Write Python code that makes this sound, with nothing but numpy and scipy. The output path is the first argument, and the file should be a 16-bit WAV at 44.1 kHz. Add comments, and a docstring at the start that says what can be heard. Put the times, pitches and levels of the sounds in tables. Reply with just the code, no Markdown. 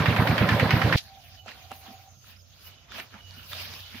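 """A diesel tractor with one cylinder idles close by, with a slatted trailer: puffs, knocks, rattles and clanks.
Just before one second the scene cuts to a scrubby field where boots brush through leaves and snap twigs.
Birds call, wind moves far foliage and a far motor drones.
Puffs, rings, snaps, steps and whistles are shaped sines; knocks, rattle, leaves and wind are coloured noise;
panels, dove and motor are noise through narrow resonances."""
import sys
import numpy as np
from scipy import signal
from scipy.fft import rfft, irfft
from scipy.io import wavfile

SR = 44100
rng = np.random.default_rng(int(sys.argv[2]) if len(sys.argv) > 2 else 0)


def voltage_ratio(decibels):
    """Convert decibels (scalar or array-like) to amplitude ratios, 20 dB per decade."""
    exponent = np.asarray(decibels, float) / 20
    return 10 ** exponent


def put_to_file(sound):
    """Save the sound as 16-bit audio at rate SR, in the file named by the first command-line argument."""
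    columns = np.atleast_2d(sound).T  # one column per channel
    safe = np.clip(columns, -1, 1)
    whole_steps = np.round(safe * 32767)
    wavfile.write(sys.argv[1], SR, whole_steps.astype(np.int16))


N = 176400   # four seconds
CUT_S = 0.96   # the tractor gives way to the field

# Exhaust puffs: (time of the crest [s], relative level [dB])
PUFFS = [(-0.0176, -9.5), (0.0904, -10), (0.2, -10), (0.3059, -11), (0.4169, -10.5), (0.526, -10),
         (0.6324, -10.6), (0.7435, -9.5), (0.853, -10), (0.9586, -9.5)]
# First sound and echoes of each puff: (delay [s], pitch [Hz], relative level [dB], swell scale [s])
PUFF_PARTS = [(0.0012, 124, -2.5, 0.0032), (.0256, 156, -3, 0.0016), (.012, 190, -9.5, 0.0018),
              (.0375, 150, -11, 0.0018), (0.0012, 110, -14, 0.0068)]
# Ringing of the silencer: (pitch [Hz], relative level [dB], time to fall 60 dB [s])
SILENCER_RINGS = [(110.5, -20.5, 0.88), (253, -20, 0.1)]
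# Diesel knocks: (time [s], relative level [dB])
KNOCKS = [(-0.078, -1.5), (0.0579, -15), (0.163, -18), (0.2728, -17), (0.3799, -15), (0.4893, -14),
          (0.5969, -14.5), (0.707, -11.5), (0.8161, -16), (0.9255, -13)]
# Colour of the knock: (frequency [Hz], relative level per Hz [dB])
KNOCK_COLOUR = [(410, -36), (700, -10), (1830, 1.5), (2810, -5), (3990, -16), (4540, -16), (7740, -36),
                (10200, -37), (15600, -26)]
KNOCK_DB, KNOCK_T60_S = -6, 0.06
KNOCK_TAIL_DB, KNOCK_TAIL_T60_S = -17, 0.39
# Ringing of the engine block: (pitch [Hz], relative level [dB], time to fall 60 dB [s])
BLOCK_RINGS = [(1373, -26.5, 0.2), (1660, -22.5, 0.034), (1780, -11.5, 0.085), (2007, -30.5, 0.13),
               (2730, -24, 0.043), (2995, -14.5, 0.035)]
# Colour of the block and trailer rattle: (frequency [Hz], relative level per Hz [dB])
RATTLE_COLOUR = [(24, -42), (60, -26), (150, 1), (260, -5.5), (378, -13.5), (523, -8), (862, -11),
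                 (1780, -12.5), (4370, -22), (7750, -45), (12200, -38), (15600, -27.5)]
RATTLE_DB = -28
SHAKE_DB, SHAKE_S = 3, 0.038   # size and spread of the swell after each puff
# Humming panels: (pitch [Hz], width [Hz], relative level [dB])
PANELS = [(519, 16.3, -43.5), (764, 63, -46), (1034, 29, -46)]
CLANK_COUNT, CLANK_DB, CLANK_CYCLES = 67, -27.5, 21.81   # weakest level; cycles to fall 60 dB

# Likeness of left and right near the tractor: (frequency [Hz], likeness [-1 to 1])
NEAR_ALIKE = [(60, 0.89), (240, 1), (950, 0.67), (3770, 0.033), (15000, 0.062)]
# Likeness of left and right in the field: (frequency [Hz], likeness [-1 to 1])
FIELD_ALIKE = [(60, 0.2), (240, 0.78), (950, 0.35), (3770, -0.12), (15000, -0.14)]
# Balance near the tractor: (frequency [Hz], left minus right [dB])
NEAR_PAN = [(60, -3), (950, -2.5), (15000, -2.5)]
# Balance in the field: (frequency [Hz], left minus right [dB])
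FIELD_PAN = [(60, -11.5), (380, -3), (2380, -3.5), (15000, 1.5)]

# Brushing through leaves: (time [s], crackle before trim [dB], stems relative to crackle before trim [dB])
BRUSH = [(0.96, -39.5, -16), (0.978, -25, -37), (1.028, -53, -9.5), (1.12, -58, -9.5), (1.39, -56.5, -10.5),
         (1.41, -63, -18), (1.45, -64, -6), (1.485, -46.5, 2), (1.53, -54, -1.5), (1.7, -55.5, -12),
         (1.711, -55.5, 6.5), (1.79, -57.5, -7), (1.87, -53, -0.5), (2.19, -68.5, -8), (2.29, -52, -6.5),
         (2.37, -61.5, -9.5), (2.43, -68, -9.5), (2.678, -54.5, -5.5), (2.871, -63.5, -2), (2.921, -48, -2),
         (3.005, -43, 2.5), (3.029, -54.5, 5), (3.1, -61, -5), (3.142, -59.5, 10.5), (3.26, -58, -8),
         (3.32, -53, -5), (3.5, -47.5, -14), (3.52, -40.5, -9.5), (3.62, -38.5, -8.5), (3.68, -46.5, -5.5),
         (3.74, -42, -8), (3.84, -50, -11), (4.0, -48.5, -2.5)]
# Colour of leaves and stems: (frequency [Hz], relative level per Hz [dB])
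LEAF_COLOUR = [(120, -56), (200, -2.5), (346, -13), (600, -6.5), (1250, -5), (2100, -5), (2970, 2.5),
               (4990, 2.5), (8500, -23.5), (11000, -42), (18700, -120)]
STEM_HZ = 2200   # stems below, leaf crackle above
# Swishing of dry tips: (time [s], level [dB])
SWISH = [(0.96, -45), (0.98, -38.5), (1.0, -52.5), (1.11, -66.5), (1.34, -61.5), (1.43, -71), (1.58, -56.5),
         (1.67, -62.5), (1.74, -51.5), (2.17, -69), (2.29, -54.5), (2.45, -74), (2.6, -59.5), (2.68, -51),
         (2.76, -74), (2.9, -78), (2.92, -59), (2.99, -47), (3.06, -64.5), (3.28, -66), (3.4, -57),
         (3.64, -45), (3.69, -56), (3.74, -49.5), (3.89, -58), (4.0, -53)]
# Colour of the dry tips: (frequency [Hz], relative level per Hz [dB])
TIP_COLOUR = [(4710, -32), (8000, -19.5), (10400, -6.5), (13100, -3.5), (15600, 10)]
# Twig snaps: (time [s], relative level [dB], pitch [Hz])
SNAPS = [(0.969, -31, 4770), (.979, -29, 3440), (0.983, -26, 5360), (1.461, -35, 720), (1.481, -34, 1440),
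         (1.487, -36, 2150), (1.491, -34, 3150), (1.517, -35, 1850), (1.7095, -36, 750), (1.716, -27, 760),
         (1.7165, -33, 1380), (2.243, -47, 1380), (2.92, -34, 1420), (2.945, -36, 3300), (2.984, -36, 650),
         (2.99, -33, 3300), (2.999, -27, 2800), (3.0, -32, 1800), (3.141, -37, 1400), (3.309, -37, 4500),
         (3.396, -45, 1500), (3.518, -36, 1660), (3.5315, -29, 1290), (3.532, -24, 3600),
         (3.619, -35, 4900), (3.738, -30, 3800), (3.805, -35, 4140), (3.946, -37, 1860)]
SNAP_T60_S, SNAP_CYCLES = 0.005, 16   # fixed part of the ring, plus this many cycles
CRACK_DB, CRACK_T60_S = -9, 0.012   # noise burst, relative to its snap
# Boots landing: (time [s], relative level [dB])
STEPS = [(1.717, -43), (1.882, -43), (1.902, -42), (3.142, -42), (3.37, -45), (3.945, -36)]
STEP_HZ, STEP_T60_S = 230, 0.06   # pitch before its random change

# Bird notes: (time [s], length [s], start [Hz], end [Hz], level [dB], bend [under 1 early, over 1 late])
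NOTES = [(2.358, .02, 4500, 5450, -58, .6), (2.386, .036, 5400, 4300, -58, 2),
         (2.412, .11, 5380, 5300, -70, 1), (1.935, .06, 6900, 6620, -65, .4),
         (2.11, .12, 6750, 6380, -64, .3)]
# Throbbing calls: (time [s], length [s], pitch [Hz], level at the start [dB])
TRILLS = [(1.373, 0.065, 2987, -55), (2.646, 0.1, 2960, -56), (2.75, .12, 3000, -64),
          (3.176, 0.28, 2930, -54), (3.78, 0.14, 2980, -57)]
THROB_HZ, THROB_DB, WAVER_HZ = 45, 3, 20   # throb rate and spread; spread of the pitch
# Coo of a far dove: (time [s], level [dB])
COO = [(.97, -53), (1.0, -63), (1.18, -53.5), (1.22, -70), (1.54, -70), (1.6, -61), (1.9, -57),
       (1.96, -53.5), (2.08, -53.5), (2.11, -73), (2.25, -88.5)]
COO_HZ, COO_WIDTH_HZ = 769.7, 31
# Husky undertone of the coo: (time [s], level [dB])
COO_BREATH = [(.97, -61), (1.4, -64), (1.9, -57), (2.05, -77), (2.15, -69)]
BREATH_HZ, BREATH_WIDTH_HZ = 718, 154

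# Colour of the wind in far foliage: (frequency [Hz], relative level per Hz [dB])
WIND_COLOUR = [(18, -40), (30, -21), (88, 5.5), (370, -19), (658, -9.5), (1000, -25), (1400, -14),
               (1600, -51), (2630, -25), (4000, -27), (6580, -11), (7500, -31), (8330, -83), (11400, -27.5),
               (15600, -25)]
WIND_DB = -58.5
# Far motor: (pitch [Hz], width [Hz], relative level [dB])
DRONE = [(62.8, 8.1, -5), (92.9, 9.1, 2.5), (122.5, 12, -7.5), (155.4, 6, -14.5)]
# The motor comes and goes: (time [s], level [dB])
DRONE_SWELL = [(1.0, -59), (2.76, -63.5), (3.6, -54), (4.0, -55.5)]


def rms_one(x):
    """Scales a sound to an rms of 1."""
    return x / np.sqrt(np.mean(x ** 2) + 1e-20)


def clock():
    """The time of every sample in seconds."""
    return np.arange(N) / SR


def at_hz(points, hz):
    """Reads a table at a frequency, along a logarithmic pitch scale."""
    table_hz, values = np.transpose(points)
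    return np.interp(np.log(hz), np.log(table_hz), values)


def loudness(points):
    """Turns (time, dB) points into a gain that is nearly silent after the last point."""
    return voltage_ratio(np.interp(clock(), *np.transpose(points), right=-99))


def keep_band(x, order, hz, kind):
    """Keeps the part of a sound above, below or between the given frequencies."""
    return signal.sosfilt(signal.butter(order, hz, kind, fs=SR, output="sos"), x)


def drift(rate):
    """Slow random wandering with spread 1; a higher rate in Hz wanders faster."""
    step = 40   # computed at every 40th sample, joined by straight lines
    r = np.exp(-2 * np.pi * step * rate / SR)
    slow = signal.lfilter([1], [1, -2 * r, r * r], rng.standard_normal(N // step + 2002))[2000:]
    return np.interp(np.arange(N) / step, np.arange(len(slow)), rms_one(slow))


def hum(hz, width_hz):
    """Noise passed twice through a narrow resonance, giving a rough tone; rms 1."""
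    r = np.exp(-np.pi * width_hz / SR)
    poles = [1, -2 * r * np.cos(2 * np.pi * hz / SR), r * r]
    once = signal.lfilter([1, 0, -1], poles, rng.standard_normal(N + SR))
    return rms_one(signal.lfilter([1], poles, once)[SR:])   # skip the build-up


def strike(s, hz, t60):
    """A struck object's tone: a sine that builds in half a cycle from s and dies away."""
    out, i = np.zeros(N), int(s * SR)
    first = max(i, 0)
    t = np.arange(first, min(N, i + int(1.5 * t60 * SR))) / SR - s
    rise = np.clip(t * hz * 2, 0, 1)
    out[first:first + len(t)] = np.sin(2 * np.pi * hz * t) * voltage_ratio(-60 * t / t60) * rise
    return out


def die_away(s, t60):
    """A gain that jumps to 1 at s and falls 60 dB in t60 seconds."""
    t = clock() - s
    return voltage_ratio(-60 * np.maximum(t, 0) / t60) * (t > 0)


def pan(x, db):
    """Places a sound in stereo; db is left minus right."""
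    return x * voltage_ratio(np.array([[db / 2], [-db / 2]]))


def coloured(spectrum, alike, balance, patchy_db, grains_per_s=0, grain_db=0):
    """Stereo noise in about third-octave bands that flicker and may crackle, then coloured; rms 1."""
    out, edges = 0, 30 * 2 ** (np.arange(30) / 3.15)
    white = rng.standard_normal((2, 2, N))
    click_db = grain_db + 4.0 * np.minimum(rng.exponential(1, N), 3)
    clicks = voltage_ratio(click_db) * (rng.random(N) < grains_per_s / SR)
    # each click goes to one of seven groups of bands and has its own place
    group, place = rng.integers(0, 7, N), rng.uniform(-1, 1, N)
    for k, (low, high) in enumerate(zip(edges, edges[1:])):
        hz = np.sqrt(low * high)
        if spectrum[0][0] < hz < spectrum[-1][0]:
            mine = clicks * (group == k // 2 % 7)
            mid, side = keep_band(white[k % 2] + [mine, mine * place], 2, [low, high], "band")
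            likeness = np.clip(at_hz(alike, hz), -1, 1)
            band = np.sqrt(1 + likeness) * mid + np.sqrt(1 - likeness) * side * [[1], [-1]]
            out = out + voltage_ratio(patchy_db * drift(12.3)) * pan(band, at_hz(balance, hz))
    colour = voltage_ratio(at_hz(spectrum, np.arange(1, N // 2 + 2) * SR / N))
    return rms_one(irfft(rfft(out) * colour, N))


def exhaust():
    """Each puff swells and dies at the pipe's pitch, echoes more briefly and leaves the silencer ringing."""
    out = np.zeros(N)
    for s, db in PUFFS:
        for delay, hz, part_db, swell in PUFF_PARTS:
            t = clock() - s - delay - rng.normal(0, 0.000624)
            rise = np.maximum(t / swell / 1.88 + 1.66, 0)
            shape = (rise * np.exp(1 - rise)) ** 3   # loudest where rise is 1
            out += voltage_ratio(db + part_db + rng.normal(0, 0.65)) * shape * np.cos(2 * np.pi * hz * t)
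        for hz, ring_db, t60 in SILENCER_RINGS:
            out += voltage_ratio(db + ring_db) * strike(s - 0.14 / hz, hz, t60)
    return pan(keep_band(out, 2, 45.0, "high"), -3.5)


def engine_block():
    """Each knock is a burst with a tail that rings the block; rattle and panels swell with every puff."""
    knock, rings = 0, 0
    for s, db in KNOCKS:
        knock = knock + voltage_ratio(db + KNOCK_DB) * die_away(s, KNOCK_T60_S)
        knock = knock + voltage_ratio(db + KNOCK_TAIL_DB) * die_away(s, KNOCK_TAIL_T60_S)
        for hz, mode_db, t60 in BLOCK_RINGS:
            level = voltage_ratio(db + mode_db + rng.normal(0, 3.2, (2, 1)))   # left and right differ
            rings = rings + level * strike(s + rng.uniform(0, 0.00313), hz * rng.normal(1, 0.0302), t60)
    swells = sum(np.exp(-((clock() - s - 0.01) / SHAKE_S) ** 2) for s, _ in PUFFS)
    shake = voltage_ratio(SHAKE_DB * swells)
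    panels = sum(voltage_ratio(db + 4.8 * drift(18.5)) * hum(hz, width) for hz, width, db in PANELS)
    rattle = voltage_ratio(RATTLE_DB) * coloured(RATTLE_COLOUR, NEAR_ALIKE, NEAR_PAN, 2.2, 400, 12.2)
    knock = knock * coloured(KNOCK_COLOUR, NEAR_ALIKE, NEAR_PAN, 2, 600, 14.0)
    return knock + pan(rings, -2.5) + shake * (rattle + pan(panels, -5.0))


def clanks():
    """Loose slats and panels clank: short rings at random times, pitches and places in the first second."""
    out = 0
    for s, pitch, size, place in rng.random((CLANK_COUNT, 4)):
        hz = 428.0 * 5.5 ** pitch
        ring = voltage_ratio(CLANK_DB + 10 * size) * strike(s, hz, CLANK_CYCLES / hz)
        out = out + pan(ring, -3.0 + 12.0 * (place - 0.5))
    return out


def brushing():
    """Leaves crackle, heavy stems scrape and dry tips swish: coloured noise under changing gains."""
    s, crackle_db, stems_db = np.transpose(BRUSH)
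    foliage = coloured(LEAF_COLOUR, FIELD_ALIKE, FIELD_PAN, 3, 800, 14.0)
    leaves = rms_one(keep_band(foliage, 4, STEM_HZ, "high"))
    stems = rms_one(keep_band(foliage, 4, STEM_HZ, "low"))
    leaves_gain = voltage_ratio(np.interp(clock(), s, crackle_db - 1.0))
    stems_gain = voltage_ratio(np.interp(clock(), s, crackle_db + stems_db + 2.5))
    tips = loudness(SWISH) * coloured(TIP_COLOUR, FIELD_ALIKE, FIELD_PAN, 2.9, 300, 13.0)
    return leaves_gain * leaves + stems_gain * stems + tips


def twigs_and_boots():
    """Twigs crack as noise and ring in three close tones; boots land as short low double thuds."""
    out, crack = np.zeros(N), np.zeros(N)
    for s, db, hz in SNAPS:
        for ratio, near_db, lag in ((1, 0, 0), (1.22, -9, 0.0007), (0.83, -10, 0.002)):
            out += voltage_ratio(db + near_db) * strike(s + lag, ratio * hz, SNAP_T60_S + SNAP_CYCLES / hz)
        crack += voltage_ratio(db + CRACK_DB) * die_away(s, CRACK_T60_S)
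    out += crack * keep_band(rng.standard_normal(N), 2, [700, 6000], "band")
    for s, db in STEPS:
        for lag in (0, 0.009):
            out += voltage_ratio(db) * strike(s + lag, STEP_HZ * rng.uniform(0.85, 1.1), STEP_T60_S)
    return pan(out, -5.0)


def birds():
    """Gliding sine whistles, an unevenly throbbing call and a dove's breathy coo made of narrow noise."""
    out, t = np.zeros(N), clock()
    for s, length, hz0, hz1, db, bend in NOTES:
        x = np.clip((t - s) / length, 0, 1)
        hz = hz0 + (hz1 - hz0) * x ** bend
        gain = voltage_ratio(db + 1.4 * drift(44.5)) * np.sin(np.pi * x) ** 0.43
        out += gain * np.sin(2 * np.pi * np.cumsum(hz) / SR)
    for s, length, hz, db in TRILLS:
        x = np.clip((t - s) / length, 0, 1)
        gain = voltage_ratio(db + THROB_DB * drift(THROB_HZ) - 5 * x) * np.sin(np.pi * x) ** 0.4
        whistle = np.sin(2 * np.pi * np.cumsum(hz + WAVER_HZ * drift(12)) / SR)
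        out += gain * (whistle + 0.35 * hum(hz, 120.0))
    coo = loudness(COO) * hum(COO_HZ, COO_WIDTH_HZ)
    coo += loudness(COO_BREATH) * hum(BREATH_HZ, BREATH_WIDTH_HZ)
    return pan(out, -12.0) + pan(coo, -4.0)


def far_motor():
    """A distant motor: a few low, rough tones that come and go together."""
    tones = sum(voltage_ratio(db) * hum(hz, width) for hz, width, db in DRONE)
    return pan(loudness(DRONE_SWELL) * tones, -5.5)


def wind():
    """Wind in far foliage: coloured noise that flickers but has no crackles."""
    return voltage_ratio(WIND_DB) * coloured(WIND_COLOUR, FIELD_ALIKE, FIELD_PAN, 3.2)


def scene():
    """The tractor, then a hard cut to the field."""
    later = np.clip((clock() - CUT_S) / 0.00074, 0, 1)   # crosses over in under a millisecond
    tractor = exhaust() + engine_block() + clanks()
    field = brushing() + twigs_and_boots() + birds() + far_motor() + wind()
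    return (1 - later) * tractor + later * field


def band_limit(x):
    """A steep low-pass at the top of the band."""
    return signal.sosfilt(signal.butter(12, 17060, fs=SR, output="sos"), x)


def record(dry):
    """Cuts the top steeply, to 60 dB down at 16300 Hz, and finishes the mix."""
    steep = signal.cheby2(14, 60, 16300, fs=SR, output="sos")
    mix = signal.sosfilt(steep, dry)
    return band_limit(mix)


dry = scene()
out = record(dry)
put_to_file(out)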